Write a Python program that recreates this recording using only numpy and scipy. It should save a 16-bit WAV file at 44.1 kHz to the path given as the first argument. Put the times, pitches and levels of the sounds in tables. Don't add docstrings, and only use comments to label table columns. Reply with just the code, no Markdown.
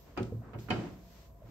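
import sys
import numpy as np
from scipy import signal
from scipy.fft import rfft, irfft, next_fast_len
from scipy.io import wavfile
from scipy.ndimage import map_coordinates

SR = 44100
rng = np.random.default_rng(int(sys.argv[2]) if len(sys.argv) > 2 else 0)


def to_wav(s):
    ch = np.atleast_2d(s).T
    pcm = np.round(np.clip(ch, -1, 1) * 32767)
    wavfile.write(sys.argv[1], SR, pcm.astype(np.int16))


N = 66150

# frequency in Hz, left-right likeness (1 is mono).
STEREO_LIKENESS = [(60, 0.92), (150, 0.92), (300, 0.86), (600, 0.67), (1200, 0.49), (2500, -0.04),
                   (5000, 0.083), (8000, -0.18), (13000, 0.38)]
# frequency in Hz, level in dB.
ROOM_TONE_SPECTRUM = [(20, -47), (35, 3.5), (55, 1), (80, -1.5), (150, -2.5), (300, -21), (550, -13.5),
                      (740, -26.5), (820, -29.5), (1020, -15.5), (1500, -49), (3500, -49.5), (9000, -33),
                      (16000, -55.5)]
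# start in seconds, level in dB, brightness in Hz,
# shell ring in dB relative to the thud, ring centre in Hz, table boom in dB.
CASE_THUDS = [(0.176, -35.5, 660, 3, 245, -51), (0.201, -40, 535, 12.5, 295, -34),
              (.286, -50, 247, -14, 166.7, -70), (0.32, -39, 312, -3, 170, -32.5),
              (0.548, -42.5, 423, 0, 360, -37.5), (0.701, -36, 304, 1, 199, -45),
              (.713, -37, 276, 3, 190, -40), (0.737, -52, 447, -25, 400, -37.5),
              (.778, -45, 377, 12, 167, -48.5), (.88, -47, 360, -11, 284, -50),
              (1.438, -60, 620, -0.5, 490, -47.5)]
STEEL_SPREAD_OCT = 2.08


def amp(db):
    return 10 ** (np.asarray(db) / 20)


def unit(x):
    return x / np.sqrt(np.mean(x ** 2) + 1e-20)


def clock():
    return np.arange(N) / SR


def along(points, hz):
    freqs, values = np.transpose(points)
    return np.interp(np.log(hz + 1), np.log(freqs + 1), values)


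def envelope(points):
    return amp(np.interp(clock(), *np.transpose(points)))


def fade(t, t60):
    return np.exp(-np.log(1000) * t / t60)


def filtered(x, response):
    size = next_fast_len(N + SR // 2)
    return irfft(rfft(x, size) * response(np.fft.rfftfreq(size, 1 / SR)), size)[..., :N]


def softened(x, hz, order):
    return signal.sosfilt(signal.butter(order, min(hz, SR / 3), fs=SR, output="sos"), x)


def width_angle(hz):
    return np.arccos(np.clip(along(STEREO_LIKENESS, hz), -1, 1)) / 2


def noise(spectrum):
    def mid_side_gains(hz):
        return amp(along(spectrum, hz)) * [np.cos(width_angle(hz)), np.sin(width_angle(hz))]
    mid, side = filtered(rng.standard_normal((2, N)), mid_side_gains)
    return unit(np.array([mid + side, mid - side]))


def noise_decay(spectrum, t60s):
    hz, t, bands = signal.stft(noise(spectrum), SR, nperseg=256)
    return signal.istft(bands * fade(t, along(t60s, hz)[:, None]), SR, nperseg=256)[1][:, :N]


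def ring(modes, centre_hz, spread_oct):
    t, out = clock(), np.zeros((2, N))
    for (hz, db, t60), (jitter_db, side) in zip(modes, rng.standard_normal((len(modes), 2))):
        phase = np.sign(side) * width_angle(hz) * np.array([[1], [-1]])
        share = np.exp(-(np.log2(hz / centre_hz) / spread_oct) ** 2)
        out += share * amp(db + jitter_db) * fade(t, t60) * np.sin(2 * np.pi * hz * t + phase)
    return out


def add(track, start_s, sound, pan_db=0):
    i = int(np.clip(round(start_s * SR), 0, N - 1))
    track[:, i:] += sound[..., :N - i] * amp([[pan_db / 2], [-pan_db / 2]])


def room(x, wet_db, rise_s=0.0011):
    # frequency in Hz, T60 in seconds.
    decay = [(100, 0.92), (400, 0.68), (2000, 0.36), (6000, 0.36), (12000, 1)]
    # frequency in Hz, gain in dB.
    colour = [(60, -2), (130, 2), (1000, 1.5), (3000, -0.5), (6000, 3), (12000, 1)]
    tail = noise_decay([(20, 0.0082), (20000, 0)], decay) * (1 - np.exp(-(clock() / rise_s) ** 2))
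    wet = signal.fftconvolve(x, tail / np.linalg.norm(tail[0]), axes=1)[:, :N]
    return x + amp(wet_db) * filtered(wet, lambda hz: amp(along(colour, hz)))


def fan(centre_hz=674, half_width_hz=27):
    whir = filtered(noise(ROOM_TONE_SPECTRUM), lambda hz: 1 / (1 + ((hz - centre_hz) / half_width_hz) ** 4))
    return amp(-70.5) * unit(whir)


def room_tone(hum_hz=58):
    # time in seconds, level in dB.
    hiss_levels = [(0, -66), (0.098, -76.5), (0.412, -75.5), (0.494, -87.5), (0.634, -65.5), (0.732, -77.5),
                   (1.166, -69.5), (1.4, -78.5), (1.48, -75.5)]
    # frequency in Hz, level in dB.
    hiss_spectrum = [(8000, -81), (10500, -20), (11500, -10), (12500, -3.5), (15500, -11.5)]
    rumble = amp(-60) * noise(ROOM_TONE_SPECTRUM)
    hum = amp(-58.5) * np.sin(2 * np.pi * hum_hz * clock())
    return rumble + hum + envelope(hiss_levels) * noise(hiss_spectrum)


def oil_and_piston(grain_db=1.0, grain_hz=200):
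    # time in seconds, level in dB.
    oil_levels = [(0, -67), (.15, -72.5), (.21, -65.5), (.255, -63), (.3, -72), (.42, -78.5), (.57, -79),
                  (.598, -59), (.68, -66.5), (.74, -58), (.85, -61.5), (.98, -70), (1.17, -63),
                  (1.26, -66.5), (1.33, -83.5), (1.42, -82), (1.5, -69)]
    rub_levels = [(0, -83.5), (.08, -59), (.15, -64.5), (.5, -73), (.68, -62), (.76, -42.5), (.83, -47),
                  (.867, -48.5), (.91, -55), (.97, -60), (1.04, -71), (1.38, -71.5), (1.5, -60.5)]
    # frequency in Hz, level in dB.
    oil_spectrum = [(300, 10.5), (1000, 4.5), (2200, 4.5), (3300, 3.5), (5000, 5), (7000, 2.5),
                    (9000, -0.5), (15000, -26.5)]
    rub_spectrum = [(80, -13.5), (180, 4.5), (330, 4), (550, -1.5), (1400, -10), (2500, -15), (4000, -23),
                    (9000, -51)]
    grain = map_coordinates(rng.standard_normal(N), [clock() * grain_hz])
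    oil = envelope(oil_levels) * noise(oil_spectrum)
    rub = envelope(rub_levels) * unit(noise(rub_spectrum) * amp(grain_db * grain))
    return oil + rub


def scrape(start_s=0.422, end_s=0.53, edge_s=0.017):
    # frequency in Hz, level in dB.
    spectrum = [(300, 7.5), (700, -2), (1350, -1.5), (2200, -14.5), (3200, -25), (8000, -42)]
    t = clock()
    gate = (np.tanh((t - start_s) / edge_s) - np.tanh((t - end_s) / edge_s)) / 2
    return amp(-54.5) * gate * noise(spectrum)


def seal(start_s=.815, length_s=.045, from_hz=260, to_hz=400):
    progress = np.clip((clock() - start_s) / length_s, 0, 1)
    hz = from_hz + (to_hz - from_hz) * progress
    groan = amp(-41) * np.sin(np.pi * progress) * np.sin(2 * np.pi * np.cumsum(hz) / SR)
    return np.array([groan, groan])


def valve():
    # start in seconds, level in dB.
    snaps = [(.174, -49), (0.2299, -44.5), (0.534, -68), (0.588, -53.5), (0.7032, -40)]
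    # frequency in Hz, level in dB.
    spectrum = [(500, -15.5), (1800, -1.5), (2800, 5), (4500, -1), (6500, -8.5), (9000, -1.5), (15000, -32)]
    out = np.zeros((2, N))
    for start_s, db in snaps:
        add(out, start_s, amp(db) * noise(spectrum) * fade(clock(), t60=0.023))
    return out


def handle(rise_s=0.0024):
    # start in seconds, level in dB, pitch in Hz.
    knocks = [(.322, -31.5, 467), (.418, -46, 690), (1.419, -45.5, 611)]
    out, t = np.zeros((2, N)), clock()
    shape = fade(t, t60=0.047) * (1 - np.exp(-(t / rise_s) ** 2))
    for start_s, db, hz in knocks:
        add(out, start_s, amp(db) * np.sin(2 * np.pi * hz * t) * shape)
    return out


def table_boom(hz=114.66, rise_s=0.006):
    out, t = np.zeros((2, N)), clock()
    boom = np.sin(2 * np.pi * hz * t) * fade(t, t60=.4) * (1 - np.exp(-t / rise_s))
    for start_s, *_, boom_db in CASE_THUDS:
        add(out, start_s, amp(boom_db) * boom, pan_db=-1.8)
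    return out


def case(rise_s=0.0019):
    # frequency in Hz, level in dB, T60 in seconds.
    shell_modes = [(183.4, -2, 0.21), (237, -4, 0.16), (268, -14.5, 0.094), (370.4, -2.5, 0.14),
                   (438, -8.5, 0.15), (565, 4, 0.16)]
    # frequency in Hz, level in dB.
    thump_spectrum = [(30, -39), (70, 9), (130, 12.5), (250, 8.5), (500, 10.5), (2000, -31)]
    # frequency in Hz, T60 in seconds.
    thump_decay = [(100, 0.62), (600, 0.075)]
    out = np.zeros((2, N))
    attack = 1 - np.exp(-(clock() / rise_s) ** 2)
    for start_s, db, brightness_hz, ring_db, centre_hz, _ in CASE_THUDS:
        shell = amp(ring_db) * ring(shell_modes, centre_hz, spread_oct=0.65) * attack
        thump = softened(noise_decay(thump_spectrum, thump_decay), brightness_hz, order=4)
        add(out, start_s, amp(db) * (thump + shell))
    return out


def end_stop(start_s=.1755, centre_hz=1520):
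    # frequency in Hz, level in dB, T60 in seconds.
    block_modes = [(545, 2, 0.072), (822, -3.5, 0.13), (1278, -0.5, 0.065), (2390, -6, 0.09),
                   (4830, -7.5, 0.04), (6510, -11, 0.06)]
    out = np.zeros((2, N))
    add(out, start_s, amp(-36) * ring(block_modes, centre_hz, STEEL_SPREAD_OCT))
    return out


def lever():
    # start in seconds, level in dB, brightness in Hz, rise in seconds,
    # steel ring in dB relative to the contact, ring centre in Hz, pan in dB.
    clunks = [(0.167, -44, 2270, .001, -24, 1200, -6), (0.1742, -36.5, 3260, 0.00095, -2, 940, -1.5),
              (0.533, -46, 1900, 0.00068, -3, 1310, -2.5), (.544, -49.5, 1400, 0.00045, 4, 1300, -4),
              (0.685, -42.5, 1700, 0.0012, -16, 1460, -11), (0.7047, -31.5, 6470, 0.00098, 8.5, 1880, -1.5),
              (.714, -45, 3500, 0.0012, -19, 2470, 6.5)]
    # frequency in Hz, level in dB, T60 in seconds.
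    steel_modes = [(739.7, -2, 0.09), (915.5, -8.5, 0.1), (1407, -12, 0.097), (1610, -18.5, 0.14),
                   (1844, -25.5, 0.18), (2153, -10.5, 0.1), (2512, -3, 0.031), (3034, -8, 0.1),
                   (3030, -17.5, 0.07), (4650, -9, 0.028), (6950, -11, 0.032)]
    # frequency in Hz, level in dB.
    clatter_spectrum = [(30, -47), (70, -44), (200, 6.5), (700, 1.5), (1100, -2.5), (1400, 2), (1800, -5),
                        (2900, -4), (3400, -12.5), (4700, -9.5), (7000, -28), (9000, -26), (15000, -43)]
    # frequency in Hz, T60 in seconds.
    clatter_decay = [(150, 0.36), (800, 0.15), (3000, 0.16), (10000, 0.15)]
    out, t = np.zeros((2, N)), clock()
    for start_s, db, brightness_hz, rise_s, ring_db, centre_hz, pan_db in clunks:
        clatter = noise_decay(clatter_spectrum, clatter_decay)
        steel = amp(ring_db) * ring(steel_modes, centre_hz, STEEL_SPREAD_OCT)
        blow = (clatter + steel) * (1 - np.exp(-t / rise_s))
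        add(out, start_s, amp(db) * softened(blow, brightness_hz, order=2), pan_db)
    return out


def scene():
    metal = room(lever() + end_stop() + valve(), wet_db=-7)
    body = room(case() + handle() + seal(), wet_db=-11) + table_boom()
    return metal + body + scrape() + oil_and_piston() + fan() + room_tone()


def record(dry, top_hz=15750):
    # frequency in Hz, gain in dB.
    colour = [(25, -20), (45, 3.5), (7000, 0.5), (8700, -4.5), (9400, -19.5), (10200, -23.5), (10850, -17),
              (11250, 0)]
    return filtered(dry, lambda hz: amp(along(colour, hz)) * (hz < top_hz))


dry = scene()
out = record(dry)
to_wav(out)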